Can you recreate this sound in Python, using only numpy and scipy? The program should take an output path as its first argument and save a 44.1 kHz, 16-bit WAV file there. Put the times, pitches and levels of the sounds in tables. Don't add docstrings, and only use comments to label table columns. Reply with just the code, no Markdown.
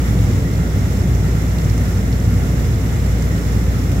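import sys
import numpy as np
from scipy import signal
from scipy.fft import rfft, irfft
from scipy.io import wavfile

SR = 44100
rng = np.random.default_rng(int(sys.argv[2]) if len(sys.argv) > 2 else 0)


def wav_record(signal):
    frames = np.transpose(np.atleast_2d(signal))
    bounded = np.clip(frames, -1, 1)
    quanta = np.round(bounded * 32767).astype(np.int16)
    wavfile.write(sys.argv[1], SR, quanta)


N = 176400

# freq_hz, level_db_per_hz
RUMBLE_SPECTRUM = [(10, -71), (25, -63), (35, -59), (47, -48), (68, -46), (80, -38), (98, -35.5),
                   (125, -40), (140, -42.5), (165, -40.5), (220, -48.5), (285, -49.5), (325, -57.5),
                   (440, -57.5), (520, -61.5), (700, -67), (900, -74), (1200, -85.5), (3000, -110)]
# time_s, gain_db
RUMBLE_SURGES = [(0, -1), (.25, 1.5), (.52, 1), (.82, 0), (1.12, 1), (1.38, .5), (1.54, -1.5), (1.8, 0.5),
                 (2.25, 0.2), (2.45, 1), (2.75, -1), (3.1, 0.4), (3.75, -1.2), (4, 2)]
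# freq_hz, left_db_per_hz, right_db_per_hz
HISS_SPECTRUM = [(20, -66, -67), (99, -59, -49.5), (447, -63, -61.5), (720, -69, -66.5),
                 (1000, -71.5, -69.5), (1380, -68, -66), (1600, -70.5, -68.5), (1930, -69.5, -68.5),
                 (2130, -72.5, -69), (2590, -75.5, -76.5), (2840, -75, -74), (3350, -78.5, -79),
                 (3390, -76, -75.5), (4550, -83, -82), (5520, -78.5, -72), (5670, -82, -74.5),
                 (7100, -82, -74), (7470, -81, -72.5), (8000, -80.5, -83), (8700, -82.5, -86.5),
                 (10100, -87.5, -82.5), (11200, -83.5, -84), (11450, -82, -79), (12600, -86, -80),
                 (14000, -81, -88), (15700, -82, -90)]
# freq_hz, correlation (-1 to 1)
HISS_CORRELATION = [(300, 0.12), (1050, 0.017), (1450, -0.42), (1950, 0.29), (2600, 0.081), (3100, -0.36),
                    (3950, 0.13), (5000, -0.0075)]
# pitch_hz, width_hz, level_db
FLUTTER_BANDS = [(1370, 160, -51), (1920, 170, -51)]
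# pitch_hz, width_hz, level_db
WHISTLE_BANDS = [(2108, 27, -49.5), (2300, 35, -74), (2443, 26, -62.5), (3433, 26, -59.5),
                 (3570, 35, -64.5), (4000, 25, -68), (4200, 25, -60.5)]
# multiple_of_shaft_rate, level_db
SHAFT_OVERTONES = [(2, -33.5), (6, -42.5)]
# pitch_hz, level_db, left_minus_right_db
HUM_PARTIALS = [(119.8, -32.5, 1), (237.7, -42.5, -8), (480.8, -45.5, -1), (721.5, -55, 7)]
# start_s, level_db, pitch_hz, width_hz, snap_over_ring_db
NEAR_FLAKES = [(.188, -34, 3700, 700, -16), (1.149, -28, 6160, 1500, -14), (1.417, -32, 6800, 1700, -12),
               (1.5838, -27, 4200, 2500, -7), (1.648, -28, 6100, 1200, -10), (1.697, -25, 5500, 1600, -12),
               (1.7765, -25.5, 6270, 1300, -7), (2.1262, -26.5, 4700, 1200, -11),
               (2.2, -31, 6400, 1200, -14), (2.249, -33, 5200, 800, -16), (2.89, -28, 2800, 800, -14),
               (3.222, -26, 6100, 1400, -7), (3.38, -30, 3100, 500, -18), (3.916, -29, 2500, 1200, 1)]


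def amp(db):
    return 10 ** (np.asarray(db) / 20)


def drift(rate_hz):
    hz = np.fft.rfftfreq(N, 1 / SR)
    wander = irfft(rfft(rng.standard_normal(N)) * (hz > 0) / np.sqrt(1 + (hz / rate_hz) ** 6), N)
    return wander / wander.std()


def on_bins(points_hz, values):
    return np.interp(np.log(np.fft.rfftfreq(N, 1 / SR) + 1), np.log(points_hz + 1), values)


def white_bins():
    return rfft(rng.standard_normal(N)) * np.sqrt(SR / 2)


def band_noise(hz, width_hz, size=N):
    detuning = (np.fft.rfftfreq(size, 1 / SR) - hz) / width_hz
    noise = irfft(rfft(rng.standard_normal(size)) / (1 + 2 * detuning ** 2), size)
    return noise / noise.std()


def tone(hz, db, wander_rad):
    phase = 2 * np.pi * (hz * np.arange(N) / SR + rng.random())
    return np.sqrt(2) * amp(db) * np.sin(phase + wander_rad * drift(rate_hz=2.76))


def rumble(swell_db=0.15, right_lead_rad=0.23):
    left = white_bins() * amp(on_bins(*np.transpose(RUMBLE_SPECTRUM)))
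    right = left * np.exp(1j * right_lead_rad)
    surge_db = np.interp(np.arange(N) / SR, *np.transpose(RUMBLE_SURGES))
    return irfft([left, right], N) * amp(surge_db + swell_db * drift(rate_hz=3.5))


def hiss(swell_db=0.54, flicker_db=0.22):
    hz, left_db, right_db = np.transpose(HISS_SPECTRUM)
    correlation = on_bins(*np.transpose(HISS_CORRELATION))
    left = white_bins()
    right = correlation * left + np.sqrt(1 - correlation ** 2) * white_bins()
    rush = irfft([left * amp(on_bins(hz, left_db)), right * amp(on_bins(hz, right_db))], N)
    return rush * amp(swell_db * drift(rate_hz=4.3) + flicker_db * drift(rate_hz=30))


def flutter(depth_db=4.5):
    out = np.zeros((2, N))
    for hz, width_hz, db in FLUTTER_BANDS:
        band = np.array([band_noise(hz, width_hz) for side in range(2)])
        out += band * amp(db + depth_db * drift(rate_hz=12))
    return out


def whistles():
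    return np.array([sum(amp(db) * band_noise(hz, width_hz) for hz, width_hz, db in WHISTLE_BANDS)
                     for side in range(2)])


def motor(shaft_hz=58.6, waver_db=1.37):
    drone = tone(shaft_hz, db=-19.5, wander_rad=0.085) * amp(waver_db * drift(rate_hz=2.1))
    overtones = sum(tone(multiple * shaft_hz, db, wander_rad=1.43) for multiple, db in SHAFT_OVERTONES)
    hum = sum(tone(hz, db, wander_rad=0.7) * amp([[pan_db / 2], [-pan_db / 2]])
              for hz, db, pan_db in HUM_PARTIALS)
    return drone + overtones + hum


def flake(hz, width_hz, snap_db, t60_s, rise_s=0.0012):
    t = np.arange(2048) / SR
    ring = band_noise(hz, width_hz, size=len(t))
    snap = amp(snap_db) * band_noise(hz=10000, width_hz=11000, size=len(t))
    envelope = np.minimum(t / rise_s, 1) * np.exp(-np.log(1000) * t / t60_s)
    return (ring + snap) * envelope


def patter(flakes_per_s=200, spots=24, smallest_db=-44, spread_db=2, left_gain_db=-9.5):
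    out = np.zeros((2, N))
    for hz in np.geomspace(4180, 7500, spots):
        levels_db = smallest_db + spread_db * np.minimum(rng.exponential(1, N), 4)
        landings = rng.random(N) < flakes_per_s / spots / SR
        impacts = amp(levels_db) * landings
        for side in out:
            side += signal.oaconvolve(impacts, flake(hz, width_hz=1100, snap_db=-3.5, t60_s=0.026))[:N]
    return out * amp([[left_gain_db], [0]])


def near_ticks(left_gain_db=-10):
    out = np.zeros((2, N))
    for start_s, db, hz, width_hz, snap_db in NEAR_FLAKES:
        start = round(start_s * SR)
        for side, gain_db in zip(out, (left_gain_db, 0)):
            tick = amp(db + gain_db) * flake(hz, width_hz, snap_db, t60_s=0.029)
            side[start:start + len(tick)] += tick[:N - start]
    return out


def scene():
    machine = rumble() + hiss() + flutter() + whistles() + motor()
    return machine + near_ticks() + patter()


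def record(dry, cutoff_hz=15820):
    lowpass = signal.firwin(1023, cutoff_hz, window=("kaiser", 9), fs=SR)
    return signal.oaconvolve(dry, lowpass[None], "same")


dry = scene()
out = record(dry)
wav_record(out)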